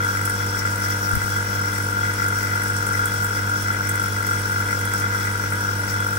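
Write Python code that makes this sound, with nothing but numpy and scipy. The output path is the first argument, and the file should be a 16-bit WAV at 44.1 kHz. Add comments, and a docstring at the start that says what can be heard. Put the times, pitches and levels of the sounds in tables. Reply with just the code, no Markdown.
"""A fuel pump runs at steady speed on a test bench in a workshop, heard from beside the control panel.
From the start, the motor's mains hum beats slowly against a pump tone at four times the shaft speed.
Strokes knock in the housing under a whine, valves tick unevenly and fluid hisses in the lines, over fans.
Just after one second a puff of air brushes the left microphone. Near two seconds the whine swells,
and the pump runs on to the end, with a hard valve snap now and then."""
import sys
import numpy as np
from scipy import signal
from scipy.fft import rfft, irfft
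from scipy.io import wavfile

SR = 44100
rng = np.random.default_rng(int(sys.argv[2]) if len(sys.argv) > 2 else 0)


def dump_mix(stems):
    """Bounce the given channels to the path in sys.argv[1] as a 16-bit WAV at rate SR."""
    frames = np.atleast_2d(stems).T  # one column per channel
    limited = np.clip(frames, -1, 1)  # hard clip at full scale
    pcm = np.round(limited * 32767).astype(np.int16)
    wavfile.write(sys.argv[1], SR, pcm)


N = 272538
TIME = np.arange(N) / SR
SHAFT_HZ, HUM_HZ = 23.922, 100.03   # shaft turns per second; twice the mains frequency

# the hardest valve snaps: (time [s], relative strength [dB])
SNAPS = [(0.252, -22), (0.2947, -22), (1.1506, -23), (2.2802, -24), (2.384, -29), (2.6344, -24.5),
         (2.8649, -27.5), (3.0536, -20), (3.242, -23.5), (3.8887, -20), (4.0253, -25), (4.265, -22.5),
         (4.8506, -24), (4.9342, -25)]


def motor_hum():
    """Mains power makes the motor hum; its unbalanced rotor and its slots add tones of their own."""
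    # mains hum: (multiple of HUM_HZ, level [dB], left minus right [dB])
    hum = [(1, -28.7, 0), (2, -41, 1), (3, -42.5, -1), (5, -56, -2), (6, -55, 12), (7, -56, -3),
           (8, -58, 4), (9, -45, -6), (10, -53, -9)]
    # rotor and slot tones: (frequency [Hz], level [dB], left minus right [dB])
    rotor_tones = [(24.9, -48, 0), (147.9, -56, 0), (347.9, -52, 2), (419.3, -55, 3), (748.1, -58, -2),
                   (848.1, -57, 5), (913.4, -57, -8), (961.2, -48, 3), (1061.3, -56, 0)]
    return tones(HUM_HZ, whole_multiples(hum), waver_db=0.2) + tones(1, rotor_tones, waver_db=-1.5)


def pump_pulsation():
    """The pump pulses in step with its shaft, which makes a stack of low tones."""
    # pump tones: (multiple of the shaft speed, level [dB], left minus right [dB])
    pulsation = [(2, -47, -4), (4, -42, -16), (6, -46.5, -9), (8, -47, 2.5), (10, -47.5, -2), (12, -69, 19),
                 (14, -59, 25), (16, -58.5, -7), (18, -48.5, 10), (20, -43, 2.5), (22, -49.5, 16),
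                 (24, -58.5, 20), (26, -54, 13), (30, -53.5, 1), (38, -54, 31), (40, -52, -4)]
    return tones(SHAFT_HZ, whole_multiples(pulsation), waver_db=-2.0)


def drive_whine():
    """The turning drive gives high tones that slowly swell and ease."""
    # whine tones: (multiple of the shaft speed before rounding, level [dB], left minus right [dB])
    whine = [(52, -50.5, 13), (56, -47.5, -4), (58, -40, 8), (60, -31, 3.5), (62, -37.5, 24), (64, -51, 0),
             (67.88, -41, 14), (81.4, -50, 4)]
    # rise and fall of the whine: (time [s], relative level [dB])
    swell = [(0, -2), (1.5, -3), (2.1, 1.5), (5.0, -1), (5.4, -3), (6.18, -0.5)]
    return slow_gain(swell) * tones(SHAFT_HZ, whole_multiples(whine), waver_db=-0.5)


def pump_knocks():
    """Strokes make the housing, cover and hose coupling ring; loose parts bed in and shake free."""
    # how each part rings: (frequency [Hz], width [Hz], left level [dB per Hz], right level [dB per Hz])
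    housing_modes = [(975, 60, -78, -67), (1290, 140, -76, -66.5), (1423, 119, -45.5, -48.5),
                     (1494, 75, -48.5, -54), (1646, 33, -49, -59)]
    cover_modes = [(2010, 123, -56.5, -63.5), (2107, 420, -68, -80)]
    coupling_modes = [(3353, 84, -65.5, -62.5)]
    # slow change in how hard each part rings: (time [s], relative level [dB])
    housing_trend = [(0, -21), (1.2, -23), (3, -21.5), (6.18, -23)]
    cover_trend = [(0, -33), (1.5, -36.5), (2.1, -32.5), (3.8, -35.5), (4.4, -35), (5.2, -30.5), (5.7, -38),
                   (6.18, -36.5)]
    coupling_trend = [(0, -41), (2.5, -44), (3.1, -42), (3.9, -41.5), (6.18, -43.5)]
    housing_gain = restless(housing_trend, surge_db=0.88, flutter_db=0.64)
    cover_gain = restless(cover_trend, surge_db=1.0, flutter_db=2.0)
    coupling_gain = restless(coupling_trend, surge_db=0.7, flutter_db=2.5)
    housing = knocks(housing_modes, pattern_db=[3, -2.5, 0.5, -6], uneven_db=3, jitter_s=.0004, wet_db=-5)
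    cover = knocks(cover_modes, pattern_db=[7.5, 1.5, 2, -19.5], uneven_db=4, jitter_s=.00025, wet_db=1)
    coupling = knocks(coupling_modes, pattern_db=[3, -4, 1.5, -5], uneven_db=2.8,
                      jitter_s=.0004, wet_db=-3)
    return housing_gain * housing, cover_gain * cover, coupling_gain * coupling


def knocks(modes, pattern_db, uneven_db, jitter_s, wet_db):
    """Eight strokes a turn strike one part, in a strong-weak pattern that repeats each half turn."""
    times = stroke_times(per_turn=8, jitter_s=jitter_s)
    chance = np.clip(rng.standard_normal(len(times)), -2, 2)
    blows = clicks(times, from_db(np.resize(pattern_db, len(times)) + uneven_db * chance))
    return resonate(room_echo(blows, echo_s=0.17, wet_db=wet_db), modes)


def valve_ticks(uneven_db=3.9, snap_boost_db=32, crack_s=0.0028, ring_s=0.016, ring_db=-8):
    """Valves shut four times a turn and click into the steel fittings; now and then one snaps hard."""
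    # ringing steel: (frequency [Hz], width [Hz], left level [dB per Hz], right level [dB per Hz])
    fittings = [(6370, 200, -72.5, -69.5), (7310, 210, -106, -70.5), (8253, 413, -95, -63.5),
                (9270, 345, -95, -64.5), (9890, 630, -103, -69.5), (10310, 2400, -101, -71.5),
                (15000, 2700, -81, -81.5)]
    times = stroke_times(per_turn=4, jitter_s=0.00067)
    chance = np.minimum(rng.standard_normal(len(times)), 1.43)   # ordinary ticks never get very loud
    sizes = from_db(np.resize([1.5, -1.5], len(times)) + uneven_db * chance)
    snap_times, snap_db = np.transpose(SNAPS)
    energy = clicks(times, unit_power(sizes) ** 2)
    energy += clicks(snap_times, from_db(snap_db + snap_boost_db) ** 2)
    # each rough contact is its own tiny burst of noise
    contacts = np.sqrt(die_away(energy, decay_s=0.0011)) * rng.standard_normal(N)
    # steel rings at countless pitches at once: a quick crack, then a longer ring
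    age = TIME[:SR // 10]
    fade = np.exp(-age / crack_s) + from_db(ring_db) * np.exp(-age / ring_s)
    steel = fade * rng.standard_normal((2, len(age)))
    ticks = [signal.fftconvolve(contacts, side)[:N] for side in steel]
    echoing = np.array([room_echo(side, echo_s=0.28, wet_db=-7)[0] for side in ticks])
    return resonate(echoing, fittings)


def snap_cracks(gain_db=-3.5, light_share=0.07, light_db=-28, lowest_hz=9000):
    """A hard valve snap also gives a bright crack; a random few ordinary closings crack lightly."""
    snap_times, snap_db = np.transpose(SNAPS)
    closings = stroke_times(per_turn=4, jitter_s=0.00055)
    light_sizes = (rng.random(len(closings)) < light_share) * from_db(light_db)
    blows = from_db(gain_db) * (clicks(snap_times, from_db(snap_db)) + clicks(closings, light_sizes))
    bursts = die_away(blows, decay_s=0.007) * rng.standard_normal(N)
    cracks = signal.sosfilt(signal.butter(2, lowest_hz, "high", fs=SR, output="sos"), bursts)
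    return side_gains(pan_db=-4) * room_echo(cracks, echo_s=0.2, wet_db=-6)


def flow_strength(throb_db=0.8, throb_peak_s=0.14, spurt_half_width_s=0.013):
    """The flow spurts briefly, and throbs as a pump tone slips in and out of step with the hum."""
    # slow change in the flow: (time [s], relative level [dB])
    trend = [(0, 1.5), (.8, 1.4), (1.5, 0.5), (3, 0.5), (4.6, 0.2), (6.18, -1)]
    # brief spurts of fluid: (time [s], extra level [dB])
    spurts = [(.595, 7), (.85, 6.5), (.915, 5.5), (1.05, 4.5), (2.77, 4), (5.9, 7)]
    beat_hz = HUM_HZ - 4 * SHAFT_HZ
    beat_db = throb_db * np.cos(2 * np.pi * beat_hz * (TIME - throb_peak_s))
    spurt_db = sum(db * bump(at_s, spurt_half_width_s) for at_s, db in spurts)
    return from_db(beat_db + spurt_db) * restless(trend, surge_db=0.4, flutter_db=1.0)


def fluid_hiss(flow, steady=0.39, uneven_db=2.7):
    """Fluid squeezes through the lines in small surges, sixteen a turn, on top of a steady stream."""
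    # ringing lines: (frequency [Hz], width [Hz], left level [dB per Hz], right level [dB per Hz])
    pipes = [(5520, 930, -63.5, -96), (5654, 154, -88, -65), (6240, 4200, -81, -76),
             (14600, 2600, -76.5, -78), (15550, 550, -73, -77)]
    times = stroke_times(per_turn=16, jitter_s=0.00033)
    sizes = from_db(uneven_db * rng.standard_normal(len(times)))
    surges = die_away(clicks(times, sizes), decay_s=0.0014)
    jet = (steady + unit_power(surges)) * rng.standard_normal(N)
    return flow * resonate(room_echo(jet, echo_s=0.32, wet_db=4.5), pipes)


def air_puff(band_hz=(18, 146)):
    """A brief puff of air rumbles on the left microphone only."""
    # gusts within the puff: (time [s], half-width [s], level [dB])
    gusts = [(1.143, 0.01, -18), (1.175, 0.0052, -11.5), (1.254, 0.04, -33), (1.4, 0.027, -36)]
    rumble = signal.sosfilt(signal.butter(2, band_hz, "band", fs=SR, output="sos"), rng.standard_normal(N))
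    rumble = die_away(rumble, decay_s=0.0018)   # the slowest swirls are the strongest
    strength = sum(from_db(db) * bump(at_s, half_width_s) for at_s, half_width_s, db in gusts)
    return np.array([unit_power(rumble) * strength, np.zeros(N)])


def workshop_air():
    """Fans and room air make a smooth noise, alike at both microphones only in the bass."""
    # fan and room noise: (frequency [Hz], level [dB per Hz])
    spectrum = [(20, -92), (60, -73), (130, -69.5), (195, -67.5), (240, -75), (300, -65), (380, -71.5),
                (520, -68.5), (750, -76), (1150, -69), (1800, -73.5), (2700, -75.5), (4200, -79.5),
                (7000, -86.5), (16000, -87.5)]
    # how alike the two sides are: (frequency [Hz], likeness [0 to 1])
    likeness = [(20, 1), (150, 1), (400, 0.6), (900, 0.12), (2500, 0), (16000, 0.11)]
    hz = np.arange(N // 2 + 1) * SR / N
    alike = at_hz(likeness, hz)
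    shared, opposite = rfft(rng.standard_normal((2, N)))
    pair = np.sqrt((1 + alike) / 2) * shared + np.sqrt((1 - alike) / 2) * opposite * [[1], [-1]]
    return irfft(pair * from_db(at_hz(spectrum, hz)), N) * np.sqrt(SR / 2)


def room_echo(sound, echo_s, wet_db):
    """Add the room's echo at wet_db, different on each side; it fades by 60 dB in echo_s."""
    age = TIME[:SR // 2]
    tail = rng.standard_normal((2, len(age))) * from_db(-60 * age / echo_s)
    tail = tail / np.sqrt(np.sum(tail ** 2) / 2)
    return sound + from_db(wet_db) * signal.fftconvolve(sound[None], tail, axes=1)[:, :N]


def tones(base_hz, table, waver_db, in_step_s=0.23):
    """Steady tones; echoes push the higher ones out of step and make their level waver."""
    pair = np.zeros((2, N))
    for multiple, level_db, pan_db in table:
        hz = base_hz * multiple
        phase = 2 * np.pi * hz * (TIME - in_step_s) + rng.normal() * (hz / 250) ** 2
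        waver = from_db(waver_db * min(hz / 1000, 1) * drift(per_second=5))
        tone = from_db(level_db) * np.sqrt(2) * waver * np.cos(phase)
        pair += unit_power(side_gains(pan_db)) * tone
    return pair


def whole_multiples(table):
    """Round each tone to a whole multiple, so that it stays in step with its source."""
    return [(round(multiple), level_db, pan_db) for multiple, level_db, pan_db in table]


def resonate(shaking, modes):
    """Scale the shaking to a power of 1 and let it ring a part at its modes, its natural pitches."""
    shaking = unit_power(shaking)
    pair = np.zeros((2, N))
    for hz, width_hz, left_db, right_db in modes:
        decay = np.exp(-np.pi * width_hz / SR)
        gain = (1 - decay ** 2) / 2
        band = [gain, 0, -gain, 1, -2 * decay * np.cos(2 * np.pi * hz / SR), decay ** 2]
        pair += from_db([[left_db], [right_db]]) * signal.sosfilt([band, band], shaking)
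    return pair * np.sqrt(SR / 2)


def stroke_times(per_turn, jitter_s, first_s=0.003):
    """Moments of the strokes as the shaft turns, each a little early or late."""
    turns = int(N / SR * SHAFT_HZ + 1)
    even = first_s + np.arange(per_turn * turns) / (per_turn * SHAFT_HZ)
    return even + jitter_s * rng.standard_normal(len(even))


def clicks(times, sizes):
    """Blows one sample long at the given times."""
    at = np.round(times * SR).astype(int)
    inside = (at >= 0) & (at < N)
    return np.bincount(at[inside], sizes[inside], N)


def die_away(sound, decay_s):
    """Give every sample a fading tail that starts at its own height."""
    return signal.lfilter([1], [1, -np.exp(-1 / (decay_s * SR))], sound + 1e-18)


def restless(trend, surge_db, flutter_db):
    """A gain that follows a slow trend, surging and fluttering at random."""
    wander_db = surge_db * drift(per_second=7.3) + flutter_db * drift(per_second=22)
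    return unit_power(slow_gain(trend) * from_db(wander_db))


def slow_gain(points):
    """Join (time [s], level [dB]) points into a gain that stays around 1."""
    times, levels_db = np.transpose(points)
    return unit_power(from_db(np.interp(TIME, times, levels_db)))


def drift(per_second):
    """Glide from one random value to the next, with a typical size of 1."""
    values = rng.standard_normal(2000)
    return unit_power(np.interp(TIME * per_second, np.arange(len(values)), values))


def bump(at_s, half_width_s):
    """A smooth bell-shaped rise to 1 and back."""
    return np.exp(-0.5 * ((TIME - at_s) / half_width_s) ** 2)


def at_hz(points, hz):
    """Read between (frequency [Hz], value) points, with octaves evenly spaced."""
    known_hz, values = np.transpose(points)
    return np.interp(np.log(hz + 1), np.log(known_hz), values)


def side_gains(pan_db):
    """Left and right gains, with the left pan_db above the right."""
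    return from_db([[pan_db / 2], [-pan_db / 2]])


def left_later(pair, lag_s):
    """The sound reaches the left microphone slightly later."""
    return np.array([np.interp(TIME - lag_s, TIME, pair[0]), pair[1]])


def from_db(db):
    """Turn decibels into a gain."""
    return 10 ** (np.asarray(db) / 20)


def unit_power(sound):
    """Scale to an average power of 1."""
    return sound / np.sqrt(np.mean(sound ** 2) + 1e-20)


def scene():
    """Motor, pump, valves and fluid over the workshop air."""
    hum = motor_hum() + pump_pulsation()
    whine = drive_whine()
    housing, cover, coupling = pump_knocks()
    valves = valve_ticks()
    cracks = snap_cracks()
    hiss = fluid_hiss(flow_strength())
    # each part stands at its own angle to the microphones
    machine = coupling + valves + left_later(hum, lag_s=0.00016)
    machine += left_later(whine + housing + hiss + cracks, lag_s=0.00025)
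    machine += left_later(cover, lag_s=0.00042)
    return machine + workshop_air() + air_puff()


def record(dry):
    """Cut off the very highest treble steeply."""
    cutoff_hz = 15740
    return signal.sosfilt(signal.ellip(12, 0.1, 70, cutoff_hz, fs=SR, output="sos"), dry)


dry = scene()
out = record(dry)
dump_mix(out)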